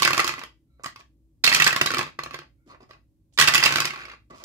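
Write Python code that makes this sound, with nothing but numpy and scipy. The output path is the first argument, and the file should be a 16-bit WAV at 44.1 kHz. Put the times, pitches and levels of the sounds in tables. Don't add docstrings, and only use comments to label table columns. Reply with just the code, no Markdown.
import sys
import numpy as np
from scipy import signal
from scipy.fft import rfft, irfft, next_fast_len
from scipy.io import wavfile
from scipy.ndimage import uniform_filter1d

SR = 44100
rng = np.random.default_rng(int(sys.argv[2]) if len(sys.argv) > 2 else 0)


def generate_wav(signal):
    frames = np.transpose(np.atleast_2d(signal))
    scaled = np.clip(frames, -1, 1) * 32767
    pcm = np.round(scaled).astype(np.int16)
    wavfile.write(sys.argv[1], SR, pcm)


def linear_from_db(decibels):
    return 10 ** (np.asarray(decibels, float) / 20)


N = 196200
SIZE = next_fast_len(N + SR // 2)
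BINS_HZ = np.maximum(np.arange(SIZE // 2 + 1) * SR / SIZE, 1)
PLACES = 4


def rms_one(x):
    return x / np.sqrt(np.mean(x ** 2) + 1e-20)


def at_hz(points, hz):
    return np.interp(np.log(hz), np.log(np.array(points)[:, 0]), np.array(points)[:, 1])


def coloured(x, response):
    return irfft(rfft(x, SIZE) * response, SIZE)[..., :N]


def ring(clicks, hz, t60):
    r, w = linear_from_db(-60 / (t60 * SR)), 2 * np.pi * hz / SR
    return signal.lfilter([0, np.sin(w)], [1, -2 * r * np.cos(w), r * r], clicks + 1e-18)


# (frequency [Hz], density [dB per Hz])
HUM = [(20, -46.5), (32, -25), (45, -10.5), (59, 4), (75, -11.5), (100, -6), (150, -12), (200, -20.5),
       (265, -15.5), (320, -17), (400, -30.5), (570, -35.5), (700, -42), (1000, -46.5)]
# (frequency [Hz], likeness [-1 to 1])
HUM_LIKENESS = [(30, .6), (60, 0.83), (240, 1), (950, 0.17), (3770, -0.02), (15000, -0.14)]
# (frequency [Hz], width [Hz], level [dB])
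HUM_TONES = [(58.7, 8, -71), (323, 9.1, -75), (560, 10, -92.5)]


def hum():
    alike = np.clip(at_hz(HUM_LIKENESS, BINS_HZ), 0, 1)
    shares = np.sqrt([1 + alike, 1 - alike])
    response = linear_from_db(at_hz(HUM, BINS_HZ)) * shares * (BINS_HZ < 1200)
    mid, side = coloured(rng.standard_normal((2, N)), response)
    rumble = linear_from_db(-62) * rms_one(mid + side * [[1], [-1]])
    tones = 0
    for hz, width, db in HUM_TONES:
        resonance = 1 / (1 + (2 * (BINS_HZ - hz) / width) ** 2)
        tones = tones + linear_from_db(db) * rms_one(coloured(rng.standard_normal(N), resonance))
    return rumble + tones + linear_from_db(-84.5) * rng.standard_normal((2, N))


# (frequency [Hz], t60 [s])
ROOM_T60 = [(100, 0.77), (400, 0.23), (1200, 0.18), (4000, 0.25), (12000, 0.14)]
# (frequency [Hz], level re direct [dB])
ROOM_DB = [(100, -9.5), (400, -3), (1200, 1), (4000, -2), (12000, -3.5)]
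# (frequency [Hz], likeness [0 to 1])
ROOM_LIKENESS = [(100, 0.92), (250, 0.17), (500, 0.19), (1500, 0)]


def echo_tail():
    t, tail = np.arange(SR // 2) / SR, 0
    for low in 60 * 2.0 ** np.arange(9):
        band = signal.butter(2, [low, min(2 * low, .45 * SR)], "band", fs=SR, output="sos")
        middle = low * np.sqrt(2)
        decay = at_hz(ROOM_T60, middle)
        envelope = linear_from_db(-60 * t / decay + at_hz(ROOM_DB, middle))
        envelope *= np.sqrt(2 * np.log(1000) / (decay * SR))
        common, own = rng.standard_normal(len(t)), rng.standard_normal((2, len(t)))
        alike = np.clip(at_hz(ROOM_LIKENESS, middle), 0, 1)
        noise = np.sqrt(alike) * common + np.sqrt(1 - alike) * own
        tail = tail + envelope * signal.sosfilt(band, noise)
    return tail * np.clip((t - .004) / 0.00087, 0, 1)


# (frequency [Hz], left level, opposite at the right [dB])
SHADOW = [(60, -0.9), (180, 1), (700, -0.8), (1650, -1.5), (4970, -3), (15000, -4.5)]
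# (frequency [Hz], extra lag of the left port [rad])
PORT_TWIST = [(200, 0.05), (450, 0.15), (800, 0.9), (1300, 0.16), (2500, 0.022)]


def room(tracks):
    side, left_lag_s = np.array([[1], [-1]]), 0.00018
    lag = (np.pi * BINS_HZ * left_lag_s + at_hz(PORT_TWIST, BINS_HZ) / 2) * (1 + side)
    direct = linear_from_db(1.08 * side * at_hz(SHADOW, BINS_HZ)) * np.exp(-1j * lag)
    echoes = sum(coloured(track[2], rfft(echo_tail(), SIZE)) for track in tracks)
    return coloured(tracks[:, :2].sum(axis=0), direct) + echoes


# (middle [s], length [s], level [dB], frequency [Hz], width [Hz])
BRUSHES = [(.75, 0.18, -87, 1347, 110), (0.759, 0.21, -91.5, 2237, 200), (0.772, 0.21, -88, 4000, 200),
           (2.62, 0.11, -85, 1430, 120), (0.8367, 0.004, -39, 7660, 2500), (0.845, 0.0065, -36, 7600, 2500),
           (2.62, .13, -88.5, 2206, 250), (2.676, 0.042, -53.5, 295, 90), (2.706, 0.029, -64, 4300, 300),
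           (2.827, 0.057, -71, 5030, 350), (2.927, .07, -72, 5000, 348), (3.348, .04, -64, 7700, 2970),
           (4.32, 0.044, -53.5, 313, 120.7), (4.41, .08, -71, 5000, 915)]


def brushes():
    out = np.zeros(N + SR)
    for s, length, db, hz, width in BRUSHES:
        swell = np.hanning(round(length * SR))
        t60 = np.log(1000) / (np.pi * width)
        noise = ring(ring(rng.standard_normal(SR // 2), hz, t60), hz, t60)[-len(swell):]
        at = round((s - length / 2) * SR)
        out[at:at + len(swell)] += linear_from_db(db) * np.sqrt(swell) * rms_one(noise)
    return out[:N]


# (time [s], boom [dB], panel [dB], panel frequency [Hz])
THUMPS = [(0.003, -33, -56, 226), (0.047, -28.5, -29, 352), (0.074, -48, -29, 341), (0.105, -29, -31, 353),
          (0.13, -49, -39, 347), (0.177, -44, -33, 358), (0.192, -39, -26.5, 347), (0.243, -69, -31.5, 349),
          (0.288, -36.5, -36, 348), (0.38, -57, -45, 266), (0.431, -51.5, -53, 250),
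          (1.438, -40, -35.5, 265), (1.475, -52, -50, 275), (1.515, -36, -32.5, 348),
          (1.544, -35, -49, 374), (1.597, -28, -32, 362), (1.642, -26.5, -47, 290), (1.664, -42, -50, 260),
          (1.727, -46, -37, 350), (1.762, -45, -53, 342), (1.812, -32.5, -33.5, 357),
          (1.858, -45, -49, 360), (1.904, -55, -32.5, 349), (1.94, -40, -34, 256), (1.968, -45, -29, 358),
          (1.991, -44, -33, 362), (2.027, -34, -49, 364), (2.188, -40, -44, 336), (2.26, -44, -49, 340),
          (2.309, -55.5, -46, 258), (2.342, -47, -40.5, 358), (2.388, -46, -42.5, 347),
          (3.386, -26.5, -40.5, 246), (3.421, -28.5, -36, 350), (3.476, -40, -52, 245),
          (3.504, -38, -48, 352), (3.544, -42, -55, 364), (3.578, -31, -33, 342), (3.601, -39, -50, 331),
          (3.651, -30, -32, 374), (3.687, -32, -40, 264), (3.723, -32, -36, 327), (3.757, -42, -31.5, 336),
          (3.781, -29.5, -35, 336), (3.802, -37, -47, 360), (3.844, -43, -34.5, 361),
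          (3.897, -50, -42, 233)]


def thumps():
    out, t = np.zeros(N + SR), np.arange(SR // 4) / SR
    swell = 1 - np.exp(-t / .003)
    boom = linear_from_db(-4 - 60 * t / 0.23) * np.sin(2 * np.pi * 145.5 * t)
    for s, boom_db, panel_db, hz in THUMPS:
        panel = linear_from_db(panel_db + 3.5 - 60 * t / 0.082) * np.sin(2 * np.pi * hz * t)
        at = round(s * SR)
        out[at:at + len(t)] += swell * (linear_from_db(boom_db) * boom + panel)
    return out[:N]


# (middle [s], length [s], rattle [dB], grit re rattle [dB], push on the table re rattle [dB])
RUBS = [(.812, 0.066, -66.5, -23.5, -27), (1.0, 0.025, -50, -7, -9), (2.685, 0.055, -65.5, -4.5, 0.5),
        (2.714, 0.062, -51, -17.5, -6.5), (2.745, 0.038, -58, -34, 1.5), (2.808, 0.011, -51, -26, -0.5),
        (2.828, 0.038, -60, -12.5, 6), (2.9, 0.029, -58.5, -11, 0.5), (2.94, 0.056, -60, -18, -2),
        (4.31, 0.024, -50, -12.5, 1), (4.34, 0.062, -50, -25.5, -1.5), (4.385, 0.11, -60, -1, -11),
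        (4.42, 0.074, -51.5, -17, -6)]


def rubbing():
    t, power = np.arange(N) / SR, np.zeros((3, N))
    for s, length, db, grit_db, push_db in RUBS:
        swell = np.cos(np.pi * np.clip((t - s) / length, -.5, .5)) ** 2
        power += linear_from_db(db + np.array([[0], [grit_db], [push_db]])) ** 2 * swell
    return np.sqrt(power)


# (time [s], rattle [dB])
ROLLS = [
    [(0, -23), (.02, -38), (.29, -38), (.45, -55)],
    [(1.44, -27), (1.63, -31.5), (1.8, -42.5), (2.1, -53.5)],
    [(3.385, -28), (3.58, -29.5), (3.9, -43.5), (4.0, -44), (4.15, -55.5)],
]


def rolling():
    points = []
    for roll in ROLLS:
        points += [(roll[0][0], -200), *roll, (roll[-1][0], -200)]
    s, level_db = np.transpose(points)
    db = np.interp(np.arange(N) / SR, s, level_db)
    above = db + 35
    return linear_from_db([db, -46.5 + 1.4 * above, -50 + 0.51 * above])


# (frequency [Hz], density [dB per Hz])
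CRACK = [(1760, -34), (3000, -1.5), (4030, -7), (4930, -2.5), (7700, -9), (9010, -15), (12000, -16.5),
         (16000, -21.5)]


def hiss():
    mid, side = rms_one(coloured(rng.standard_normal((2, N)), linear_from_db(at_hz(CRACK, BINS_HZ))))
    return 0.43 * mid + .5 * side * [[1], [-1]]


# (frequency [Hz], level [dB], t60 [s])
BODY = [(868, -16, 0.13), (1118.3, -2, 0.037), (1170, -2.5, 0.029), (1350, 3.5, 0.017), (1565, -1.5, 0.03),
        (1750, 1.5, 0.019), (1977.5, 2, 0.03), (2245, 1.5, 0.022), (2450, 3, 0.017), (2670, 0.5, 0.026),
        (3150, -4, 0.0069), (3340, -15.5, 0.042), (3780, -7, 0.033), (4253, -4, 0.026),
        (4620, -4.5, 0.0072), (4830, -4.5, 0.013), (6132, -11, 0.012), (6750, -15.5, 0.025),
        (10600, -18.5, .012)]


def nearness(near_hz):
    return np.exp(-(np.log(np.array(BODY)[:, 0] / near_hz) / .06) ** 2)


def radiate(drive, modes, pan_spread_db):
    out = np.zeros((2, N))
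    for hz, level_db, t60 in modes:
        pan_db = pan_spread_db * rng.standard_normal()
        clicks = drive * rng.standard_normal(N)
        out += linear_from_db([[level_db + pan_db], [level_db - pan_db]]) * ring(clicks, hz, t60)
    return out


# (frequency [Hz], level [dB], t60 [s])
TABLE_TOP = [(150, -19, 0.11), (267, -17, 0.08), (355, -16.5, 0.074), (490, -5.5, 0.011), (546, -15, 0.033),
             (666, -1.5, 0.0094)]


def friction(gains, ticks_per_s, uneven_db, tray_db, top_hz):
    rattle, bright, rumble = gains
    sizes = linear_from_db(uneven_db * np.minimum(rng.exponential(1, N), 4))
    ticks = rms_one(sizes * (rng.random(N) < ticks_per_s / SR))
    modes = np.array(BODY) + np.outer(tray_db * nearness(1150), [0, 1, 0])
    body = rms_one(radiate(ticks, modes, 1.6))
    table = rms_one(radiate(1.0, TABLE_TOP, 0.37))
    softened = signal.lfilter(*signal.butter(1, top_hz, fs=SR), hiss())
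    grit = rms_one((0.61 + signal.lfilter([.1], [1, -.97], ticks)) * softened)
    return (rattle * body + bright * grit + rumble * table)[[0, 1, 1]]


def struck(modes, heard_db, sent_db, length_ms, detune, sure, size):
    hz, level_db, t60 = np.array(modes).T[:, :, None]
    t, count = np.arange(size) / SR, len(modes)
    draw = rng.standard_normal((count, 7))
    scatter_s = 0.0001 * rng.random((count, 1))
    late = np.maximum(t - scatter_s * [[[0]], [[1]]], 0)
    unsure = 1 - sure[:, None]
    tuned = hz * (1 + detune * unsure * draw[:, :1])
    rings = (np.sin(2 * np.pi * tuned * late) * linear_from_db(-60 * t / t60))[[0, 1, 0]]
    toward_db = [heard_db + 0.92 * draw[:, 1], heard_db - 2.6 * draw[:, 1], sent_db]
    beams = linear_from_db(level_db + np.transpose(toward_db))
    lags = ((np.arange(4) + [0, 1, 1, 1] * rng.random(4)) * length_ms / 4000 * SR).astype(int)
    phase = 2 * np.pi * hz * lags / SR
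    pushes = sure[:, None] * np.cos(phase) + (1 - 0.79 * sure[:, None]) * draw[:, 2:6]
    pushes = pushes * [0.99, 0.93, 0.55, 0.3]
    summed = np.abs((pushes * np.exp(1j * phase)).sum(axis=1, keepdims=True))
    pushes = pushes * linear_from_db(2.6 * unsure * draw[:, 6:]) / (summed + 1.1)
    touches = np.einsum("mc,mk->ckm", beams, pushes) @ rings
    out = np.zeros((3, size))
    for k, lag in enumerate(lags):
        out[:, lag:] += touches[:, k, :size - lag]
    out *= np.minimum((size - np.arange(size)) / (size / 4), 1)
    return out / np.sqrt(uniform_filter1d(np.mean(out[:2] ** 2, axis=0), size=SR // 300).max())


def crack(bright, dull, level_db, crack_db, length_ms):
    t = np.arange(bright.shape[1]) / SR
    rise, after = np.minimum(t / .0014, 1), np.maximum(t - 1.1 * length_ms / 1000, 0)
    sheen = linear_from_db(3.5 + 0.3748 * (level_db + crack_db + 17.0))
    burst = linear_from_db(-60 * after / 0.018) + linear_from_db(4 - 60 * t / 0.013)
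    burst = burst * (sheen * bright + max(1 - sheen, 0) * dull)
    fizz = linear_from_db(-9.5 - 60 * after / 0.076) * (dull + linear_from_db(-11.5) * sheen * bright)
    return (linear_from_db(level_db + crack_db - 10.5) * rise * (burst + fizz))[[0, 1, 1]]


# (time [s], level [dB], nearest mode [Hz], crack re level [dB], thump re level [dB])
FINGER_KNOCKS = [(0.7963, -54, 1150, -32.5, 14.5), (0.8376, -31.5, 1170, -8, -7),
                 (0.8435, -24, 1172, -8.5, -23), (0.8598, -22, 1177, -3, -7),
                 (0.8669, -29, 1150, -44.5, -14), (0.96, -33.5, 1146, -2.5, -20),
                 (0.963, -49, 2450, -11, -20.5), (1.0085, -43.5, 2450, -7.5, -17),
                 (2.668, -69.5, 1150, -20, 12), (2.686, -60, 1150, -15.5, 15),
                 (2.706, -52.5, 4310, -7.5, -10), (2.83, -52.5, 4910, -4.5, -11),
                 (2.747, -42, 1170, -21, -12), (2.9333, -46.5, 5000, -14, -7),
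                 (4.3015, -59.5, 1150, -13.5, 11.5), (2.9092, -36.5, 1170, -5, -8),
                 (3.325, -70.5, 5230, 11, 9), (3.3365, -69.5, 6750, 20, -2), (4.439, -33.5, 5260, 10.5, -9),
                 (4.444, -34, 1170, 3, -1)]
# (time [s], level [dB], main mode [Hz], second mode [Hz], crack re level [dB])
RAMPS_FIRST = [
    (0.021, -9, 1111, 4760, -3.5),
    (0.0291, -9, 4977, 3120, -6),
]
RAMPS_SECOND = [(1.4388, -13.5, 4240, 1830, -7.5), (1.4415, -6.5, 4614, 3640, -5.5),
                (1.451, -14, 3768, 1889, -2.5), (1.4642, -11, 4260, 1959, -3),
                (1.4756, -5.5, 2678, 4253, -7.5), (1.4902, -16, 4370, 2654, -5.5),
                (1.4949, -15, 2595, 4253, -4.5), (1.5165, -11, 1839, 2635, -10.5),
                (1.5259, -9, 1918, 4830, -9), (1.5363, -17, 1035, 4280, 1.5),
                (1.5461, -9, 2478, 6160, -1.5), (1.5605, -14, 2164, 4597, -3.5),
                (1.5753, -22.5, 2203, 2960, -1), (1.5895, -22, 2246, 5103, -10),
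                (1.5996, -7, 2630, 1943, -7), (1.6075, -14.5, 2932, 1712, -8.5),
                (1.621, -5, 2672, 3716, -8), (1.6429, -14.5, 4910, 6180, 1),
                (1.6578, -24, 1529, 4510, -4.5), (1.665, -6.5, 1573, 4328, -9),
                (1.6704, -6, 1867, 3720, -12.5), (1.6755, -7.5, 1643, 2627, -5),
                (1.7058, -16, 1508, 2638, -10)]
RAMPS_THIRD = [(3.3758, -18, 3685, 2325, -5), (3.3869, -6.5, 1918, 4940, -6.5),
               (3.392, -11.5, 1853, 6697, -8), (3.3982, -8.5, 1132, 4177, -1.5),
               (3.4114, -6, 1678, 5820, -4), (3.4229, -8.5, 1941, 3665, -4.5),
               (3.4399, -16.5, 1650, 2930, -0.5), (3.4745, -8.5, 2733, 3690, -4.5),
               (3.4787, -7.5, 2640, 1776, -10.5), (3.4846, -8.5, 1820, 4900, -6),
               (3.494, -13, 1783, 2620, -12.5), (3.5376, -12, 1964, 1498, -1),
               (3.5461, -12, 1129, 2760, 0.5), (3.553, -6, 2610, 5080, -6.5),
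               (3.5786, -10.5, 2765, 10420, -4.5), (3.5953, -16.5, 2693, 1740, -10),
               (3.6027, -16.5, 2110, 3352, -4.5), (3.6273, -8.5, 1058, 4974, -11.5),
               (3.6367, -7.5, 4866, 1890, -5), (3.646, -22, 3000, 6720, -8),
               (3.6527, -12.5, 5000, 2610, -2.5), (3.659, -6.5, 2756, 4890, -7.5),
               (3.6644, -11.5, 2620, 2086, -14.5), (3.6766, -13, 2760, 1767, -7.5),
               (3.6885, -17, 2600, 3670, -5.5)]
TRAY_FIRST = [(0.0495, -8.5, 2620, 5060, -5), (0.0571, -9.5, 1740, 2800, -15.5),
              (0.0752, -6, 1530, 1200, -9.5), (0.0979, -20.5, 1490, 2320, -18.5),
              (0.1062, -12, 1150, 1550, -7), (0.1317, -11, 2650, 4500, -5.5), (0.1456, -17, 1365, 1720, -6),
              (0.1694, -23, 1400, 4770, 0), (0.1779, -12, 1130, 4960, -4), (0.1936, -7, 1190, 2010, -13),
              (0.2001, -10.5, 1360, 4440, -4.5), (0.2441, -15.5, 1102, 4830, -1.5),
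              (0.2667, -27, 1190, 4500, 4), (0.2768, -17, 1360, 6930, 1), (0.2919, -15.5, 1280, 2110, -10),
              (0.312, -28.5, 1140, 3050, -3.5), (0.3382, -23, 1170, 1940, -7),
              (0.3633, -39.5, 1200, 1590, -7), (0.381, -29, 1130, 2040, -8),
              (0.3858, -30.5, 1167, 2020, -16), (0.392, -31.5, 1170, 1990, 3),
              (0.4152, -27, 1060, 1880, -15.5), (0.4356, -27.5, 1183, 1994, -2),
              (0.4505, -49, 1920, 2710, -17)]
TRAY_SECOND = [(1.7278, -13.5, 1907, 3210, -7), (1.7455, -22, 1540, 1920, -9),
               (1.762, -13, 1080, 1705, -3.5), (1.801, -31, 1610, 3122.0, -20),
               (1.8131, -4, 2670, 1950, -9), (1.86, -14, 1140, 2560, 0.5), (1.871, -15, 3870, 1590, -14),
               (1.905, -14, 1470, 2080, -9), (1.916, -22, 1110, 6500, -1), (1.928, -28, 1490, 2330, -17),
               (1.9379, -15.5, 1346, 4600, -8), (1.9446, -15, 2325, 1330, -5.5),
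               (1.9694, -16, 1180, 4670, -10), (1.983, -19.5, 1114, 2270, 1.5),
               (1.991, -13.5, 1113, 2600, -9), (2.0108, -16.5, 1260, 2100, -10),
               (2.0287, -26, 1134, 1840, -1), (2.0661, -32, 1186, 1520, -7),
               (2.077, -33.5, 1170, 2010, -6.5), (2.1896, -17.5, 1167, 1525, -12.5),
               (2.235, -26, 1105, 4220, 0.5), (2.261, -25.5, 1137, 4985.0, -16),
               (2.309, -29.5, 1145, 2140, -5.5), (2.317, -41, 1170, 2024.0, -7),
               (2.329, -40, 1160, 2110, -3), (2.3355, -36, 1390, 2560, 0), (2.3433, -23, 1070, 2060, -5.5),
               (2.3894, -30, 1318, 3140, -5.5), (2.4175, -39.5, 1100, 2050, -25),
               (2.432, -46, 1175, 2200, -7.5)]
TRAY_THIRD = [(3.7073, -16.5, 1533, 1205, -7), (3.7231, -14.5, 1500, 2070, -3),
              (3.7386, -17.5, 1540, 3900, -6), (3.7578, -9, 1525, 4740, -6.5),
              (3.7699, -17, 2340, 3300, -5), (3.7836, -12.5, 1353, 2720, -8),
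              (3.8026, -13.5, 1102, 6260, 0), (3.8201, -17, 1590, 2110, -15.5),
              (3.8458, -18.5, 2220, 1264, -10), (3.8535, -16, 1643, 4550, -0.5)]
SPIN = [(3.8739, -21.5, 2450, 3820, -8.5), (3.9045, -22.5, 2200, 2740, -9.5), (3.9361, -27, 1116, 1670, -7),
        (3.9594, -29.5, 1480, 2315.0, -9), (3.9821, -37, 1130, 2280, -23), (3.9901, -35, 1141.0, 2090, -6),
        (4.0155, -33, 2080, 4860, -18), (4.0244, -47, 1190, 4900, -17), (4.0416, -40, 1120, 1680, -15),
        (4.0532, -31.5, 2200, 4950, -6.5), (4.0818, -35.5, 1120, 4950, -9),
        (4.0987, -33.5, 2090, 4960, -13), (4.1163, -34.5, 2770, 4730, -9.5),
        (4.1351, -37.5, 1170, 4700, -17.5), (4.1474, -62, 2010, 2700, -23)]


def contacts():
    ramp_ring, tray_ring = 1.6, 0.9
    die_hz = 4950
    rows = [(s, db, hz, die_hz, crack_db, thump_db, 2.7, tray_ring)
            for s, db, hz, crack_db, thump_db in FINGER_KNOCKS]
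    groups = [(RAMPS_FIRST, -26, 3.0, tray_ring),
              (RAMPS_SECOND + RAMPS_THIRD, -26, 4.0, ramp_ring),
              (SPIN, -29.5, 5.9, tray_ring),
              (TRAY_FIRST + TRAY_SECOND + TRAY_THIRD, -14, 3.0, tray_ring)]
    for table, base_db, length_ms, rings in groups:
        for s, db, hz, second_hz, crack_db in table:
            thump_db = base_db - 0.17 * (db + 15) - 1.5 * np.log2(hz / 1500)
            thump_db += 4.5 * (1.7 < s < 2.5)
            rows.append((s, db, hz, second_hz, crack_db, thump_db, length_ms, rings))
    return sorted(rows)


def knocks():
    out, bright = np.zeros((PLACES, 3, N + SR)), np.pad(hiss(), ((0, 0), (0, SR)))
    dull = signal.sosfilt(signal.butter(4, 7000, fs=SR, output="sos"), bright)
    body_hz, size, even = np.array(BODY)[:, 0], SR // 16, np.zeros(len(TABLE_TOP))
    for k, (s, level_db, near_hz, second_hz, crack_db, thump_db, length_ms, rings) in enumerate(contacts()):
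        place = out[k % PLACES]
        at = max(round((s - .0003) * SR), 0)
        near, also = nearness(near_hz), nearness(second_hz)
        favoured = np.maximum(near, also)
        hard_db = (crack_db + 11.5) * np.clip(np.log2(body_hz / 1500) / 2.0, 0, 1)
        hard_db -= 2 * np.abs(np.log2(body_hz / near_hz))
        freed = np.array(BODY) * (1 + np.outer(favoured, [0, 0, rings - 1]))
        freed[[near.argmax(), also.argmax()], 0] = near_hz, second_hz
        freed[:, 1] *= 1 - 0.54 * favoured
        lift_db = np.maximum(11.5 * near, 8.5 * also)
        knock = struck(freed, hard_db + lift_db, hard_db + .3 * lift_db, length_ms, 0.014, favoured, size)
        span = slice(at, at + size)
        place[:, span] += linear_from_db(level_db - 5.5) * knock
        place[:, span] += crack(bright[:, span], dull[:, span], level_db, crack_db, length_ms)
        thump = struck(TABLE_TOP, even, even, length_ms, 0.0053, even + .6, size=SR // 10)
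        place[:, at:at + SR // 10] += linear_from_db(level_db + thump_db - 9) * thump
    return out[..., :N]


def scene():
    tracks = knocks()
    tracks[0] += friction(rolling(), ticks_per_s=410.0, uneven_db=2.5, tray_db=-8.0, top_hz=16000)
    tracks[1] += friction(rubbing(), ticks_per_s=1500.0, uneven_db=3.0, tray_db=17.0, top_hz=9050)
    tracks[2] += brushes() + thumps() * linear_from_db([[0], [0], [-12]])
    no_bass = signal.butter(4, 72.0, "high", fs=SR, output="sos")
    return signal.sosfilt(no_bass, room(tracks)) + hum()


def band_limit(x):
    return signal.sosfilt(signal.butter(12, 16810, fs=SR, output="sos"), x)


def record(dry):
    top_cut = signal.cheby2(12, 70, 16800, fs=SR, output="sos")
    mix = signal.sosfilt(top_cut, np.clip(dry, -.93, .93))
    return band_limit(np.clip(mix, -1, 1))


dry = scene()
out = record(dry)
generate_wav(out)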